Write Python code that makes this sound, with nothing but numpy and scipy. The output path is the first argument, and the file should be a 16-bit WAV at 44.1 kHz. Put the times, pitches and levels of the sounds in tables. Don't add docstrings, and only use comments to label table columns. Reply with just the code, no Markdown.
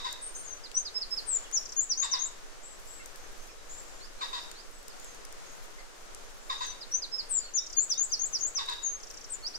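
import sys
import numpy as np
from scipy import signal
from scipy.fft import rfft, irfft, next_fast_len
from scipy.io import wavfile
from scipy.ndimage import uniform_filter1d

SR = 44100
rng = np.random.default_rng(int(sys.argv[2]) if len(sys.argv) > 2 else 0)


def transcribe(u):
    v = np.clip(np.atleast_2d(u).T, -1, 1)
    q = np.round(v * 32767).astype(np.int16)
    wavfile.write(sys.argv[1], SR, q)


N = 422478

# start_s, syllable, length_s, level_db, pitch_shift_percent
SONG_NOTES = [(.436, "sag", 0.13, -35.5, 0.011), (.635, "drop", 0.041, -41.5, .1),
              (0.74, "lift", 0.079, -18.5, .1), (.85, "drop", 0.042, -34.5, 0.36),
              (.94, "flat", 0.05, -28, 0.25), (1.003, "hook", .041, -33.5, 0.21),
              (1.103, "flat", 0.045, -28, 0.37), (1.161, "hook", .041, -32.5, 0.15),
              (1.259, "slide", 0.13, -23.5, -0.02), (1.524, "arch", 0.065, -22, -0.05),
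              (1.76, "rise", 0.087, -20.5, -0.13), (1.891, "dive", .051, -20.5, -1.2),
              (1.972, "scoop", 0.089, -22.5, -0.056), (2.108, "dive", 0.049, -20.5, -0.91),
              (2.188, "scoop", 0.093, -25, -0.49), (6.616, "sag", .115, -34, -1.57),
              (6.808, "drop", 0.037, -39, 0.33), (6.911, "lift", 0.086, -19, 0.29),
              (7.018, "drop", 0.039, -32.5, 0.48), (7.113, "flat", 0.055, -29, 0.52),
              (7.172, "hook", 0.045, -32.5, 0.24), (7.286, "slide", 0.12, -22.5, -0.032),
              (7.536, "arch", 0.063, -21.5, 0.39), (7.764, "rise", 0.085, -19, 0.79),
              (7.892, "dive", .049, -20, .1), (7.976, "scoop", 0.083, -20.5, 1.2),
              (8.113, "dive", 0.041, -20, 1), (8.191, "scoop", .089, -23.5, 0.025),
              (8.323, "dive", 0.055, -22.5, -0.12), (8.406, "scoop", .088, -23.5, -0.13),
              (8.544, "dive", 0.052, -23, 1), (8.818, "hold", .16, -27.5, 0.18),
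              (9.295, "peak", 0.063, -30.5, -0.032), (9.422, "flick", .07, -32.5, 0.02),
              (9.536, "whip", .036, -35.5, 0.27)]
SYLLABLE_SHAPES = { "sag": [(0, 7500, -7), (.2, 6660, -5.5), (.5, 6320, -4.5), (.8, 6130, 1.5),
                   (1, 6100, -19)], "drop": [(0, 5050, -8), (.25, 4960, -3), (.7, 4020, -3.5),
                   (.92, 3610, -15), (1, 3620, -25)], "lift": [(0, 5600, -24), (.25, 5900, -9.5),
                   (.5, 6013, 0), (.8, 6520, -16), (1, 6540, -28)], "flat": [(0, 5180, -20),
                   (.25, 5080, -11), (.55, 5140, -2), (.75, 5120, -6), (1, 5300, -16)],
                   "hook": [(0, 5300, -19), (.2, 5400, -6.5), (.45, 4950, 1.5), (.72, 4270, -2.5),
                   (.93, 3956, -14), (1, 3800, -26.5)], "slide": [(0, 9050, -26), (.06, 8900, -18.5),
                   (.22, 8200, -2.5), (.45, 7600, -3.5), (.88, 7010, 1.5), (1, 7100, -16)],
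                   "arch": [(0, 5840, -12), (.19, 6880, -7), (.29, 6990, 0), (.8, 5520, -2),
                   (1, 5080, -28)], "rise": [(0, 6700, -22), (.08, 6610, -2), (.42, 6730, 0.5),
                   (.87, 7590, -12), (.97, 8050, -13), (1, 7950, -29)], "scoop": [(0, 6000, -1),
                   (.15, 6410, -5), (.58, 6720, 0), (.87, 7650, -10.5), (.97, 8030, -13), (1, 8140, -28)],
                   "dive": [(0, 6250, -25), (.24, 6300, -1), (.77, 4814, -11), (.94, 4300, -19.5),
                   (1, 4200, -28)], "hold": [(0, 7050, -28), (.12, 6900, 1.5), (.25, 6480, -0.5),
                   (.77, 6420, -1.5), (1, 6430, -20)], "peak": [(0, 8000, -18), (.16, 8240, -4),
                   (.38, 8250, -2), (.72, 7120, 0), (1, 6900, -5)], "whip": [(0, 4200, -15), (.4, 4800, -1),
                   (.7, 5900, -3.5), (1, 6200, -22)], "flick": [(0, 4430, -23), (.3, 4360, -8),
                   (.55, 4700, -1.5), (.82, 5890, -2), (1, 6180, -20)], }
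# first_s, last_s, pair_spacing_s, base_level_db
CHIP_RUNS = [(1.626, 1.723, .066, -42.5), (7.636, 7.73, .064, -43.5), (9, 9.245, .0702, -47)]
# pitch_hz, left_over_right_db
SONG_LEAN = [(4400, -2.5), (5200, -6.5), (5600, -5), (6200, 11), (6800, 10), (7600, 7), (8600, 11)]
# start_s, level_db, gap_to_second_bark_s, second_length_s
DOUBLE_CALLS = [(-.06, -41.5, 0.1, 0.047), (2.02, -41, 0.11, 0.045), (4.207, -42, 0.12, 0.063),
                (6.493, -41.5, .11, 0.046), (8.579, -41.5, 0.099, 0.051)]
# centre_hz, width_hz of one filter pass, level_db
THROAT_BANDS = [(1114, 310, -5), (1630, 154, -7), (1906, 260, -8.5), (2636, 330, -10.5), (3752, 256, 3.5),
                (4800, 430, -5), (5350, 650, -6.5), (6330, 660, -15), (7430, 260, -18), (5500, 2300, -13.5),
                (1940, 2200, -19)]
# start_s, kind, length_s, middle_hz, level_db, left_over_right_db
FAR_NOTES = [(.209, "high buzz", 0.085, 8620, -40, 3), (.261, "rasp", 0.028, 6330, -51, -1),
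             (0.342, "rasp", 0.027, 6550, -46.5, 2), (0.345, "high buzz", 0.0795, 8680, -43, 5),
             (0.39, "up", 0.025, 6250, -50, 3), (0.748, "level", 0.059, 8120, -45.5, -3),
             (1.44, "down", 0.032, 3120, -51, -3), (2.618, "buzz", .13, 7600, -55, 16),
             (2.851, "buzz", 0.16, 7600, -53, 10), (2.997, "pip", 0.022, 2140, -48, 0),
             (2.996, "pip", .025, 2710, -54, -2), (3.146, "pip", 0.022, 1700, -54, 0),
             (3.183, "level", .087, 6280, -60, -6), (3.23, "up", .03, 1830, -55, 2),
             (3.382, "level", 0.067, 6300, -57, 1), (3.465, "slur", .07, 5500, -58, -4),
             (3.575, "level", .048, 3900, -63, -7), (3.491, "droop", .019, 2440, -55, 0),
             (3.682, "buzz", .14, 7200, -49, 6), (3.817, "droop", 0.25, 7200, -57.5, 6),
             (3.998, "chirp", .069, 4570, -51.5, -10), (4.18, "chirp", 0.079, 4520, -52, -9),
             (4.372, "chirp", 0.072, 4620, -55, -7), (4.542, "chirp", 0.077, 4470, -53, -11),
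             (4.73, "droop", 0.07, 7900, -58, 6), (4.896, "down", .026, 4680, -53, -6),
             (4.982, "up", .1, 7130, -54, 8), (5.044, "droop", 0.092, 6430, -55, -2),
             (5.452, "buzz", .1, 6570, -56, -3), (5.781, "pip", 0.019, 2075, -48.5, 2),
             (5.793, "down", 0.02, 4450, -56, -4), (6.388, "level", .12, 7230, -59, 7),
             (6.573, "up", 0.025, 6230, -48, 3), (7.373, "slur", .11, 4540, -47, -2),
             (7.462, "down", .033, 3000, -57, -5), (7.557, "up", 0.087, 3650, -49, -4),
             (7.715, "slur", .097, 4500, -48, -5), (7.902, "up", 0.092, 3630, -48.5, -3),
             (8.09, "slur", 0.1, 4500, -47, -6), (8.383, "level", .04, 6810, -45.5, 12),
             (9.287, "droop", 0.011, 7350, -50, 5)]
FAR_SHAPES = {"buzz": (-5, 0, 338, -1), "high buzz": (-4.5, -.5, 120, -4), "rasp": (-6.5, 10, 690, .1),
              "level": (-1.5, .1, 40, -1), "up": (-6, 6, 0, 7), "chirp": (-13, 18, 0, 7),
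              "slur": (16, -5, 0, 3), "down": (14.7, -14, 0, -5), "droop": (3, -4.5, 70, -4),
              "pip": (.1, -.5, 0, .1)}
# start_s, bright_band_peak_db, left_over_right_db, low_band_db against the bright band
TWIG_TICKS = [(.1101, -46, 2, -4), (.1271, -29.5, -2, -11), (0.7154, -42.5, 4, 10), (1.1096, -45, .5, -4),
              (1.513, -43, 2.5, 5), (2.0622, -47, 5, -4), (3.0597, -36, 5, -10), (3.1592, -45, 9, -5),
              (4.5145, -39, 5, 6), (4.8289, -48, 2, -8), (4.882, -36.5, 6, -17), (4.9985, -44, .5, -8),
              (5.0449, -42, 1.5, -4), (5.1467, -45, 3, -6), (5.2505, -40.5, -1, -5), (5.3253, -41, -1, -8),
              (6.1477, -37.5, 9, -22), (6.6667, -46, 14, -4), (7.8461, -44, 8, -4), (7.9049, -39, 6, -12),
              (7.9428, -45, 11, 2), (8.6605, -42, -2, 0), (8.6971, -40, -3, -2), (8.735, -43, -3.5, -4),
              (9.1112, -44, 4, 12)]
# start_s, end_s, level_db
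ENGINE_SWELLS = [(2.95, 3.78, -66.5), (5.15, 5.3, -73), (7.85, 8.98, -68.5), (9.35, 9.7, -67)]
# frequency_hz, density_db per Hz
AIR_COLOUR = [(8, 2.5), (20, 1.5), (28, -8), (38, -16.5), (60, -27), (240, -26), (450, -17), (850, -22.5),
              (1400, -21.5), (2600, -27.5), (4400, -29), (6500, -26.5), (9000, -34.5), (16000, -50)]
# frequency_hz, left_over_right_db
AIR_LEAN = [(100, -1), (400, 1), (900, 6), (2400, 1), (4400, -2), (8000, 4), (15000, -2.5)]

CHIP_HZ, CHIP_FALL_SCALE_HZ, CHIP_TIME_SCALE_S = 6820, 3000, 0.0086
LOUD_CHIP_PLACE, SOFT_CHIP_DB, OPENING_DB = .45, -4, -4
FIRST_BARK_S, FIRST_BARK_HZ, SECOND_BARK_HZ = 0.0441, (1172, 871), (1024, 964)
RASP_HZ = 140
VOICE_DB, OCTAVE_DB = 7, -13.5
BUZZ_HZ = 168.7
BUZZ_TOP_DB_PER_KHZ = 5.5
TICK_BODY_DB = 9.5
RUSTLE_DB = -65.5
ENGINE_HZ, ENGINE_IDLE_DB, ENGINE_FADE_DB_PER_S = 69, -85, 75
AIR_DB = -46.5
SONG_LAG, CALL_LAG, FAR_LAG = -82, 18, 34
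WOOD_T60_S, FAR_T60_S = 0.28, .5
SCATTER_HZ, CUTOFF_HZ = 2430, 15900
LEFT_RIGHT = np.array([[1], [-1]])


def amp(db):
    return 10 ** (np.asarray(db) / 20)


def at_hz(points, hz):
    table = np.array(points)
    return np.interp(np.log(hz), np.log(table[:, 0]), table[:, 1])


def smooth(x, hz):
    r = np.exp(-2 * np.pi * hz / SR)
    return signal.lfilter([(1 - r) ** 2], [1, -2 * r, r * r], x)


def wobble(hz, size=N):
    x = smooth(rng.standard_normal(size + 4000), hz)[4000:]
    return x / x.std()


def add(out, sound, s):
    i = round(s * SR)
    part = sound[..., max(-i, 0):out.shape[-1] - i]
    first = max(i, 0)
    out[..., first:first + part.shape[-1]] += part


def whistle(hz, gain):
    cycles = np.cumsum(hz) / SR + rng.random()
    return gain * np.sin(2 * np.pi * cycles)


def heard(pair, lag, echo_db, early_db, t60=WOOD_T60_S):
    t = np.arange(SR // 2) / SR
    tail = rng.standard_normal((2, len(t))) * amp(-60 * t / t60) * np.clip(t / 0.011, 0, 1)
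    tail = signal.lfilter(*signal.butter(1, SCATTER_HZ, "high", fs=SR), tail)
    tail *= amp(echo_db) / np.sqrt(np.sum(tail ** 2, axis=1, keepdims=True))
    path = np.zeros((2, 1000))
    for side, late in enumerate((max(lag, 0), max(-lag, 0))):
        path[side, late] = 1
        path[side, late + rng.integers(60, 500, 4)] += amp(early_db) * rng.choice([-1, 1], 4)
    direct = signal.fftconvolve(pair, path, axes=1)[:, :N]
    middle = pair.mean(axis=0, keepdims=True)
    return direct + signal.fftconvolve(middle, tail, axes=1)[:, :N]


def song():
    out = np.zeros((2, N))
    shapes = {name: np.transpose(rows) for name, rows in SYLLABLE_SHAPES.items()}
    notes = []
    for s, name, length, db, shift in SONG_NOTES:
        place, hz, shape_db = shapes[name]
        notes.append((s + length * place, hz * (1 + shift / 100), db + shape_db))
    chip_s = CHIP_TIME_SCALE_S * np.array([-0.83, -0.14, .2, 0.82])
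    chip_hz = CHIP_HZ - CHIP_FALL_SCALE_HZ * np.array([-0.335, -0.22, 0.29, 0.93])
    chip_db = np.array([-33, 3.5, 12.5, -10])
    notes += [(s + chip_s, chip_hz, db + chip_db) for s, db in chips()]
    for s, hz, db in notes:
        t = np.arange(s[0], s[-1], 1 / SR)
        turn = len(t) // 12 + 1
        pitch = uniform_filter1d(np.interp(t, s, hz), turn, mode="nearest")
        level = uniform_filter1d(np.interp(t, s, db), turn, mode="nearest")
        left = whistle(pitch, amp(level)) * signal.windows.tukey(len(t), .1)
        right = left * amp(-at_hz(SONG_LEAN, pitch))
        add(out, np.array([left, right]), s[0])
    return heard(out, SONG_LAG, echo_db=-8.5, early_db=-9)


def chips():
    rows = []
    for first, last, pace, db in CHIP_RUNS:
        for k, s in enumerate(np.arange(first, last - pace / 4, pace)):
            rows.append((s, db + SOFT_CHIP_DB + OPENING_DB * (k == 0)))
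            rows.append((s + LOUD_CHIP_PLACE * pace, db))
    return rows


def harsh_call():
    lead = SR // 10
    size = N + lead
    rasp = np.sin(2 * np.pi * np.cumsum(RASP_HZ * (1 + .3 * wobble(19.7, size=size))) / SR)
    effort, voice = np.zeros(size), np.zeros(size)
    t = np.arange(SR // 4) / SR
    for s, db, length, start_hz, end_hz in barks():
        push_db = db - 108 * t - 840 * np.maximum(t - length, 0)
        push = amp(push_db) * np.clip(t / 0.0048, 0, 1)
        pitch = np.interp(t, [0, length], [start_hz, end_hz]) + 25 * wobble(105, size=len(t))
        note = whistle(pitch, 1.0) + whistle(2 * pitch, amp(OCTAVE_DB))
        add(effort, push, s + lead / SR)
        waver_db = 2.5 * wobble(70, size=len(t))
        add(voice, note * push * amp(VOICE_DB - 136 * t + waver_db), s + lead / SR)
    breath = effort * rng.standard_normal(size) * amp(2.5 * rasp)
    breath = breath + 1e-18
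    out = voice
    for hz, width_hz, db in THROAT_BANDS:
        r = np.exp(-np.pi * width_hz / SR)
        b = [(1 - r * r) / 2, 0, (r * r - 1) / 2]
        a = [1, -2 * r * np.cos(2 * np.pi * hz / SR), r * r]
        band = signal.lfilter(b, a, signal.lfilter(b, a, breath))
        out = out + amp(db) * np.sqrt(2 * SR / np.pi / width_hz) * band
    wet = heard(np.array([out[:N], out[:N]]), CALL_LAG, echo_db=1.0, early_db=-9.0, t60=FAR_T60_S)
    return np.concatenate([wet[:, lead:], np.zeros((2, lead))], axis=1)


def barks():
    rows = []
    for s, db, gap, length in DOUBLE_CALLS:
        rows.append((s, db, FIRST_BARK_S, *FIRST_BARK_HZ))
        rows.append((s + gap, db, length, *SECOND_BARK_HZ))
    return rows


def far_birds():
    out = np.zeros((2, N))
    for s, kind, length, middle_hz, db, balance_db in FAR_NOTES:
        start, end, depth_hz, swell_db = FAR_SHAPES[kind]
        u = np.linspace(0, 1, round(length * SR))
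        curve = np.polyfit([0, .5, 1], [start, 0, end], 2)
        pitch = middle_hz * (1 + np.polyval(curve, u) / 100)
        buzz_rate = BUZZ_HZ * (1 + 0.285 * wobble(54.0, size=len(u)))
        buzz = np.sin(2 * np.pi * np.cumsum(buzz_rate) / SR)
        flutter_db = (0.44 + depth_hz / 150) * wobble(33, size=len(u))
        throb_db = BUZZ_TOP_DB_PER_KHZ * depth_hz / 1000 * buzz
        level = db + swell_db * (u - .5) + flutter_db + throb_db
        note = whistle(pitch + depth_hz * buzz, amp(level)) * signal.windows.tukey(len(u), .35)
        add(out, note * amp(balance_db / 2 * LEFT_RIGHT), s)
    return heard(out, FAR_LAG, echo_db=-3, early_db=-17)


def ticks():
    rows = [(s, db, balance_db, TICK_BODY_DB, low_db) for s, db, balance_db, low_db in TWIG_TICKS]
    rows += [(u * N / SR, -57 + 6 * v, 8 * w - 2.5, 3, -10) for u, v, w in rng.random((60, 3))]
    out = np.zeros((2, N))
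    fade = amp(-60 * np.arange(400) / SR / 0.0039)
    edges = [9000, 16000], [4700, 9500], [900, 5000]   # bright, body, low (Hz)
    bands = [signal.butter(2, edges_hz, "band", fs=SR, output="sos") for edges_hz in edges]
    snaps = rng.standard_normal((len(rows), 3, 400)) * fade
    for (s, db, balance_db, body_db, low_db), snap in zip(rows, snaps):
        parts = np.array([signal.sosfilt(band, noise) for band, noise in zip(bands, snap)])
        tick = (amp([0, body_db, low_db]) / np.abs(parts).max(axis=1)) @ parts
        add(out, tick * amp(db + balance_db / 2 * LEFT_RIGHT), s)
    return heard(out, SONG_LAG, echo_db=-17, early_db=-22)


def rustle():
    sos = signal.butter(2, [5000, 14000], "band", fs=SR, output="sos")
    stir_db = 5 * wobble(3.8) + 3 * wobble(40)
    return amp(RUSTLE_DB + stir_db) * signal.sosfilt(sos, rng.standard_normal((2, N)))


def engine_note():
    t = np.arange(N) / SR
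    swells = []
    for start, end, db in ENGINE_SWELLS:
        outside_s = np.maximum(np.maximum(start - t, t - end), 0)
        swells.append(db - ENGINE_FADE_DB_PER_S * outside_s)
    level = np.maximum(np.max(swells, axis=0), ENGINE_IDLE_DB)
    return whistle(ENGINE_HZ + 2.85 * wobble(4.7), amp(level))


def air():
    size = next_fast_len(N)
    hz = np.maximum(np.fft.rfftfreq(size, 1 / SR), 1)
    shape = amp(at_hz(AIR_COLOUR, hz) + at_hz(AIR_LEAN, hz) / 2 * LEFT_RIGHT)
    wash = irfft(rfft(rng.standard_normal((2, size))) * shape, size)[:, :N]
    return amp(AIR_DB + 0.84 * wobble(1.9)) * wash / wash.std()


def scene():
    return song() + harsh_call() + far_birds() + ticks() + rustle() + engine_note() + air()


def record(dry):
    return signal.sosfilt(signal.cheby2(14, 60, CUTOFF_HZ * 1.03, fs=SR, output="sos"), dry)


dry = scene()
out = record(dry)
transcribe(out)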